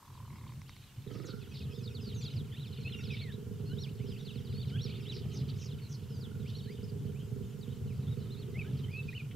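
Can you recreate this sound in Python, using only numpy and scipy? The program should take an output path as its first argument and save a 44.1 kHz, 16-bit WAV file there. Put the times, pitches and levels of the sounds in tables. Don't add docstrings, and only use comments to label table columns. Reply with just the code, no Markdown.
import sys
import numpy as np
from scipy import signal
from scipy.io import wavfile

SR = 44100
rng = np.random.default_rng(int(sys.argv[2]) if len(sys.argv) > 2 else 0)


def int16_out(signal):
    q = np.round(np.clip(np.atleast_2d(signal).T, -1, 1) * 32767)
    wavfile.write(sys.argv[1], SR, q.astype(np.int16))


N = 412335

# f/Hz, relative level per Hz/dB
AIR_COLOUR = [(15, -35), (25, -0.5), (101, -1.5), (314, -13.5), (685, -23), (897, -16.5), (1710, -21),
              (2240, -23.5), (8150, -24.5), (9320, -29), (12200, -26), (15600, -36)]
AIR_DB = -59.5
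# f/Hz, left-right likeness/1
AIR_LIKENESS = [(60, 1), (600, 0.67), (3000, 0.65), (8000, 0.24), (10800, 0.46), (11100, 1)]
# t/s, strength/dB
TICKS = [(0.537, -26), (0.617, -16), (0.694, -12.5), (0.765, -20.5)]
# f/Hz, width/Hz, level/dB
TICK_MODES = [(1050, 430, -0.5), (2080, 450, 0.5), (5560, 570, -6.5)]
# f/Hz, width/Hz, relative level/dB
RATTLE_MODES = [(1010, 210, 4), (2110, 330, -4)]
RATTLE_PER_S, RATTLE_LATE_PER_S = 40, 36.6
UPPER_FROM_S, RATTLE_END_S, RATTLE_DB = .295, .525, -61.5

# t/s, level/dB
CHATTER = [(0, -73.5), (1.0, -69), (2.11, -60), (2.6, -64.5), (3.2, -54.5), (3.4, -73.5), (5.0, -59),
           (6.3, -73), (6.55, -63.5), (7.0, -75.5), (9.1, -64.5)]
# f/Hz, width/Hz, level/dB
TRILL = (2980, 520, -71)
PIP_DB = [-60, -56, -58, -59, -62, -60]
PIP_FROM_S, PIP_EVERY_S, PIP_S, PIP_HZ = 1.415, .098, .018, 2550
HIGH_FROM_S, HIGH_S, HIGH_DB = 7.1, .68, -71
# t/s, length/s, start f/Hz, end f/Hz, level/dB
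RASPS = [(1.118, 0.1, 5670, 3860, -60), (1.254, 0.039, 6840, 4700, -55), (1.275, 0.052, 4140, 3870, -52.5),
         (1.54, 0.096, 4180, 3950, -53.5), (4.876, 0.047, 3590, 3500, -51),
         (5.121, 0.08, 5330, 4360, -51.5), (5.334, 0.082, 6460, 3460, -50), (5.481, 0.037, 4230, 3420, -48),
         (5.581, 0.099, 6400, 4960, -53), (5.892, 0.075, 6780, 4460, -55.5),
         (6.476, 0.036, 4980, 4420, -57), (9.309, 0.018, 2700, 2300, -52.5)]
# t/s, length/s, start f/Hz, middle f/Hz, end f/Hz, level/dB
NOTES = [(1.71, .11, 2700, 3650, 3300, -60), (1.733, .06, 5400, 5150, 4730, -62),
         (2.0, .115, 5200, 4650, 3600, -57), (2.14, .08, 6800, 6250, 5600, -56),
         (2.206, .035, 3400, 3560, 3060, -54), (2.52, .04, 2300, 1750, 2300, -60),
         (2.833, .141, 4160, 4130, 3440, -59), (2.845, .052, 2600, 2620, 3000, -44),
         (2.92, .034, 3800, 3000, 2790, -43), (2.955, .065, 2790, 2760, 2580, -50),
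         (2.97, .045, 5750, 5700, 5450, -60), (3.1, .055, 2650, 2400, 2200, -47),
         (3.165, .025, 3250, 2900, 2450, -52), (3.196, .126, 2380, 2060, 1590, -55),
         (3.653, .077, 4110, 4330, 3780, -60), (3.685, .065, 2800, 2950, 3150, -57),
         (3.69, .06, 1400, 1500, 1700, -62), (3.865, .04, 2150, 2600, 3200, -57),
         (3.99, .1, 1900, 2700, 3400, -62), (4.065, .09, 5400, 4950, 4550, -61),
         (4.542, .057, 4200, 4410, 4490, -53), (4.706, .071, 2900, 3100, 3500, -54),
         (4.71, .07, 1350, 1500, 1750, -60), (4.89, .04, 2250, 2500, 3000, -55),
         (5.81, .07, 4250, 4350, 3900, -59), (6.09, .12, 5450, 4840, 4460, -63),
         (6.6, .08, 4100, 4500, 4100, -61), (6.66, .07, 1500, 2000, 2500, -61),
         (6.828, .03, 4300, 5250, 4500, -58), (6.885, .022, 4600, 4850, 4000, -59),
         (7.14, .1, 2050, 2900, 3450, -63), (7.89, .045, 2700, 2450, 1950, -63),
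         (8.06, .085, 2800, 3800, 3500, -60), (8.541, .048, 2030, 2170, 2680, -51),
         (8.588, .039, 2650, 2490, 2210, -44), (8.64, .055, 1400, 1620, 1700, -60),
         (8.836, .016, 3150, 3100, 3000, -50), (8.88, .055, 1900, 2300, 2700, -60),
         (8.9, .12, 5000, 4450, 3300, -65), (8.929, .09, 2400, 2610, 2600, -43),
         (9.078, .028, 2450, 2480, 2300, -47), (9.125, .025, 1800, 2100, 2600, -55),
         (9.147, .038, 2660, 3000, 2540, -44), (9.185, .033, 2660, 2480, 2250, -48)]
# crest t/s, crest f/Hz, rise/s, drop/s, level/dB
ARCHES = [(0.705, 3800, .055, .045, -63), (0.915, 2950, .02, .016, -63), (2.216, 7300, .01, .035, -59),
          (2.545, 3600, .033, .028, -57), (2.62, 4050, .075, .06, -56), (3.225, 4400, .045, .03, -51),
          (3.34, 3950, .06, .022, -57), (3.812, 5800, .025, .045, -53), (3.815, 4400, .058, .062, -51),
          (4.21, 3800, .058, .012, -57), (4.31, 3900, .055, .045, -58), (4.608, 4620, .01, .045, -53),
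          (4.61, 3700, .04, .048, -56), (4.835, 5750, .025, .045, -50), (4.84, 4450, .08, .055, -49),
          (4.955, 3650, .045, .02, -54), (5.1, 3960, .057, .052, -49), (6.515, 3800, .065, .01, -58),
          (6.575, 4500, .04, .05, -54), (6.575, 5750, .015, .03, -61), (6.72, 4900, .05, .02, -62),
          (7.72, 3850, .05, .02, -65), (8.33, 4150, .035, .03, -56), (8.402, 4450, .048, .05, -60)]
ARCH_UP_HZ_PER_S, ARCH_DOWN_HZ_PER_S, ARCH_ROUND_S = 35000, 50000, .012
# t/s, start f/Hz, end f/Hz, level/dB
FALLS = [(0.13, 5300, 2600, -68), (1.215, 5700, 3700, -65), (1.405, 4850, 2620, -60),
         (1.54, 5250, 2400, -53), (1.83, 5640, 3110, -53), (1.94, 5000, 2500, -53),
         (2.065, 5500, 2610, -56), (2.14, 5000, 3500, -60), (2.215, 5100, 3100, -50),
         (2.236, 5560, 3600, -49), (2.3, 4900, 3400, -59), (2.355, 5400, 3000, -54),
         (2.65, 4800, 2900, -60), (2.724, 4520, 2880, -56), (3.025, 6300, 3000, -57),
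         (4.07, 5300, 2440, -56), (4.17, 5000, 3200, -60), (4.245, 5100, 2480, -52),
         (4.335, 5400, 3000, -60), (4.444, 5170, 2730, -59), (5.596, 3930, 2360, -57),
         (5.655, 5300, 2700, -58), (5.708, 4510, 2930, -58), (5.936, 5060, 4230, -55),
         (6.198, 5520, 2880, -54), (7.609, 4910, 2920, -62), (8.76, 5200, 3100, -63)]
FALL_HZ_PER_S, FALL_SAG_HZ = 35000, 260
LEAD_S, LEAD_HZ, LEAD_DB = .054, 937, -15
HAZE_T60_S, HAZE_DB = .25, -15

# t/s, level/dB
RUMBLE = [(0, -63), (0.11, -46.5), (0.64, -43.5), (0.72, -52), (0.94, -57), (0.98, -44.5), (1.2, -58),
          (1.55, -42.5), (2.2, -39.5), (2.7, -40.5), (4.3, -41.5), (5.3, -37), (5.8, -42.5)]
# f/Hz, width/Hz, relative level/dB
CHEST = [(104.5, 48.7, 5), (126.5, 17.5, 4.5), (183, 31, -7.5)]
SWELL_S, SWELL_TOP_S, SWELL_DB = .799, 3.053, 2.5
# t/s, pulses per second/Hz
PACE = [(1.064, 22.3), (1.45, 22), (1.8, 23.8), (2.1, 23.4), (2.27, 24.05), (2.88, 24), (3.05, 23.4),
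        (3.6, 22.8), (4.05, 22.15), (4.5, 22.4), (5.8, 22.2)]
# t/s, level/dB
EFFORT = [(1.05, -41.5), (1.27, -41), (1.55, -48.5), (1.88, -38), (2.6, -46.5), (2.95, -40.5), (5.51, -42),
          (5.75, -48)]
# t/s, nasal ring level/dB, open snarl level/dB
MOUTH = [(1.07, -35, -8), (1.12, -3, -1.5), (1.3, 17, -4), (1.42, 7.5, -43), (1.7, -9, -10), (1.95, 0, -27),
         (3.0, 5.5, -20), (3.3, -7.5, -59), (4.9, -2, -14), (5.8, -4, -11.5)]
# f/Hz, width/Hz, relative level/dB
THROAT = [(108.3, 36.4, 8.5), (132.2, 21.1, 13), (198.2, 22.8, 7.5), (278, 79, -10.5), (409, 49, -2),
          (471, 70, -8)]
# f/Hz, width/Hz, level before the mouth curve/dB
NASAL = (1410, 110, -21)
# f/Hz, width/Hz, level before the mouth curve/dB
SNARL = [(291, 125, 3), (483.5, 47, 3.5), (1270, 80, -7), (1870, 590, -19)]
HUM_ORDER, HUM_DB = 18, -14
LOOP_FROM_S, LOOP_S = 5.75, 3.32
CUTOFF_HZ = 15700


def from_db(db):
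    return 10 ** (np.asarray(db) / 20)


def rms_one(x):
    return x / np.sqrt(np.mean(x ** 2) + 1e-20)


def in_time(rows):
    s, *columns = np.transpose(rows)
    return [np.interp(np.arange(N) / SR, s, column) for column in columns]


def at_hz(points, hz):
    table_hz, values = np.transpose(points)
    return np.interp(np.log(hz), np.log(table_hz), values)


def drift(rate_hz, size=N):
    warm_up = 9000
    r = np.exp(-2 * np.pi * rate_hz / SR)
    slow = signal.lfilter([1], [1, -2 * r, r * r], rng.standard_normal(size + warm_up))
    return rms_one(slow[warm_up:])


def resonate(x, hz, width_hz, level_db=0):
    r = np.exp(-np.pi * width_hz / SR)
    zeros = [(1 - r * r) / 2, 0, (r * r - 1) / 2]
    poles = [1, -2 * r * np.cos(2 * np.pi * hz / SR), r * r]
    return from_db(level_db) * signal.lfilter(zeros, poles, x + 1e-18)


def twice(x, hz, width_hz, level_db):
    return resonate(resonate(x, hz, width_hz, level_db), hz, 1.25 * width_hz)


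def pulses(per_s, jitter, shimmer_db):
    cycles = np.cumsum(per_s) / SR + (per_s > 0) + jitter * drift(12.9)
    clicks = np.diff(np.floor(np.maximum.accumulate(cycles)), prepend=0)
    return clicks * from_db(shimmer_db * drift(15)), cycles % 1


def add(out, s, hz, level_db, shape):
    i = int(s * SR)
    turn = 2 * np.pi * np.cumsum(hz) / SR
    out[i:i + len(hz)] += (from_db(level_db) * shape * np.sin(turn))[:N - i]


def whistles(notes):
    out = np.zeros(N)
    for s, length, start, middle, end, level_db in notes:
        u = np.linspace(-.06, 1.06, int(1.12 * length * SR))
        parabola = np.polyfit([0, .5, 1], [start, middle, end], 2)
        shape = signal.windows.tukey(len(u), .45)
        add(out, s - .051 * length, np.polyval(parabola, u), level_db, shape)
    return out * from_db(3.2 * drift(90))


def air():
    out, edges = 0, 22 * 2 ** np.arange(0, 9.7, 1 / 3)
    white = rng.standard_normal((2, 2, N))
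    for k, (low, high) in enumerate(zip(edges, edges[1:])):
        band = signal.butter(2, [low, high], "band", fs=SR, output="sos")
        mid, side = signal.sosfilt(band, white[k % 2])
        hz = np.sqrt(low * high)
        alike = np.clip(at_hz(AIR_LIKENESS, hz), -1, 1)
        stereo = np.sqrt(1 + alike) * mid + np.sqrt(1 - alike) * side * [[1], [-1]]
        out = out + from_db(at_hz(AIR_COLOUR, hz)) * stereo
    return from_db(AIR_DB) * rms_one(out)


def ticks():
    clicks = np.zeros(N)
    for s, strength_db in TICKS:
        clicks[int(s * SR)] = from_db(strength_db)
    return sum(twice(clicks, *mode) for mode in TICK_MODES)


def rattle():
    t = np.arange(N) / SR
    per_s = np.where(t < UPPER_FROM_S, RATTLE_PER_S, RATTLE_LATE_PER_S)
    clicks, phase = pulses(per_s, jitter=.015, shimmer_db=1.2)
    puff_db = 5.5 * np.cos(2 * np.pi * (phase - .15))
    puffs = rms_one(rng.standard_normal(N) * from_db(puff_db))
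    source = rms_one(np.roll(clicks, 90)) + 1.1 * puffs
    low, upper = [twice(source * (t < RATTLE_END_S), *mode) for mode in RATTLE_MODES]
    upper = upper * (t > UPPER_FROM_S)
    return from_db(RATTLE_DB) * (low + upper) / np.std(low[t < RATTLE_END_S])


def chatter():
    draw = rng.random((1200, 6))
    start_s, length_s = .013 + 9.2 * draw[:, 0], .016 + .06 * draw[:, 2]
    middle = 2700 * 1.9 ** draw[:, 1] ** 1.5
    start = middle * (.68 + .65 * draw[:, 3])
    end = middle * (.384 + .5 * draw[:, 5])
    glides = whistles(np.transpose([start_s, length_s, start, middle, end, 9 * draw[:, 4]]))
    hz, width_hz, trill_db = TRILL
    grains = rng.standard_normal(N) * from_db(6 * drift(18))
    trill = rms_one(twice(grains, hz, width_hz, 0))
    swell_in = np.clip(np.arange(N) / SR / 4.5, .2, 1)
    return from_db(in_time(CHATTER)[0]) * rms_one(glides) + from_db(trill_db) * trill * swell_in


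def small_calls():
    pips = [(PIP_FROM_S + k * PIP_EVERY_S, PIP_S, PIP_HZ, PIP_HZ, PIP_HZ, db) for k, db in enumerate(PIP_DB)]
    chirps = []
    for k, (when, hz) in enumerate(rng.uniform([0, 6400], [1, 7700], (14, 2))):
        s = HIGH_FROM_S + HIGH_S * (k + when) / 14
        chirps.append((s, .022, hz + 400, hz, hz - 400, HIGH_DB))
    return whistles(pips + chirps)


def rasps():
    out = np.zeros(N)
    for s, length, start, end, level_db in RASPS:
        size = int(1.3 * length * SR)
        hz = np.linspace(start, end, size) + 550 * drift(333, size=size)
        shape = np.sqrt(np.hanning(size)) * from_db(2.5 * drift(90, size=size))
        add(out, s - .15 * length, hz, level_db, shape)
    return out


def arches():
    out = np.zeros(N)
    for s, crest_hz, rise, drop, level_db in ARCHES:
        t = np.arange(-rise, drop, 1 / SR)
        speed = np.where(t < 0, ARCH_UP_HZ_PER_S, ARCH_DOWN_HZ_PER_S)
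        hz = crest_hz - speed * (np.hypot(t, ARCH_ROUND_S) - ARCH_ROUND_S)
        add(out, s - rise, hz, level_db, signal.windows.tukey(len(t), .4))
    return out * from_db(3 * drift(90))


def falls():
    drops, leads = [], []
    for s, high, low, db in FALLS:
        drops.append((s, (high - low) / FALL_HZ_PER_S, high, (high + low) / 2 - FALL_SAG_HZ, low, db))
        leads.append((s - LEAD_S, LEAD_S, high + LEAD_HZ, high + .62 * LEAD_HZ, high, db + LEAD_DB))
    return whistles(drops + leads)


def haze(x):
    t = np.arange(int(.6 * SR)) / SR
    shared, left, right = rng.standard_normal((3, len(t))) * from_db(-60 * t / HAZE_T60_S)
    tails = np.array([shared + .17 * left, shared + .96 * right])
    tails = tails / np.sqrt(np.sum(tails[0] ** 2))
    return from_db(HAZE_DB) * signal.fftconvolve(x[None], tails, axes=1)[:, :N]


def place(x, left_db, lag_s, echo_db, seconds):
    out = np.array([np.roll(x, int(lag_s * SR)), x])
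    lags = (rng.uniform(.1, 1, 12) * seconds * SR).astype(int)
    for k, lag in enumerate(lags):
        out[k % 2, lag:] += from_db(echo_db) * (-1) ** (k // 2) * x[:-lag]
    return out * from_db([[left_db], [0]])


def rumble():
    t = np.arange(N) / SR
    swell = np.cos(2 * np.pi * (t - SWELL_TOP_S) / SWELL_S)
    swell_db = SWELL_DB * swell * np.clip(t - PACE[0][0], 0, 1)
    lumpy = rng.standard_normal(N) * from_db(2.68 * drift(11.7))
    chest = rms_one(sum(twice(lumpy, *mode) for mode in CHEST))
    return from_db(in_time(RUMBLE)[0] + swell_db) * chest


def growl():
    nasal_db, snarl_db = in_time(MOUTH)
    started = np.arange(N) > PACE[0][0] * SR
    clicks, phase = pulses(started * in_time(PACE)[0], jitter=.012, shimmer_db=2.5)
    clicks = rms_one(clicks)
    slaps = clicks + .35 * np.roll(clicks, int(.017 * SR))
    breath = rms_one(rng.standard_normal(N) * from_db(5 * np.cos(2 * np.pi * phase)))

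    source = started * (slaps + .5 * breath)
    throat = sum((-1) ** k * resonate(source, *mode) for k, mode in enumerate(THROAT))
    throat = signal.sosfilt(signal.butter(4, [60, 540], "band", fs=SR, output="sos"), throat)
    hum = from_db(HUM_DB + 3 * drift(3)) * np.sin(2 * np.pi * HUM_ORDER * phase)
    throat = throat + started * np.std(throat) * hum

    airy = started * (.53 * slaps + breath)
    nasal = from_db(nasal_db) * twice(airy, *NASAL)
    snarl = from_db(snarl_db) * sum(twice(airy, *mode) for mode in SNARL)
    return from_db(in_time(EFFORT)[0]) * np.array([throat, nasal + snarl]) / np.std(throat)


def looped(x):
    start, lag, fade = int(LOOP_FROM_S * SR), int(LOOP_S * SR), 2000
    share = np.clip((np.arange(N) - start + fade) / fade, 0, 1)
    out = np.sqrt(1 - share) * x + np.sqrt(share) * np.roll(x, lag, axis=1)
    out[:, start + lag - fade:] = out[:, start - fade:N - lag]
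    return out


def scene():
    far = chatter()
    calls = small_calls() + rasps() + whistles(NOTES) + arches() + falls()
    birds = place(calls + .95 * far, left_db=-1, lag_s=0, echo_db=-24, seconds=.05)
    birds = birds + haze(calls + 2.6 * far)
    throat, rasp = growl()
    lion = place(rumble(), left_db=-1.2, lag_s=0, echo_db=-19, seconds=.034)
    lion = lion + place(throat, left_db=-7, lag_s=.0003, echo_db=-15, seconds=.045)
    lion = lion + place(rasp, left_db=-7, lag_s=0, echo_db=-15, seconds=.045)
    return air() + ticks() + rattle() + birds + looped(lion)


def record(dry):
    return signal.sosfilt(signal.ellip(12, .5, 80, CUTOFF_HZ, fs=SR, output="sos"), dry)


dry = scene()
out = record(dry)
int16_out(out)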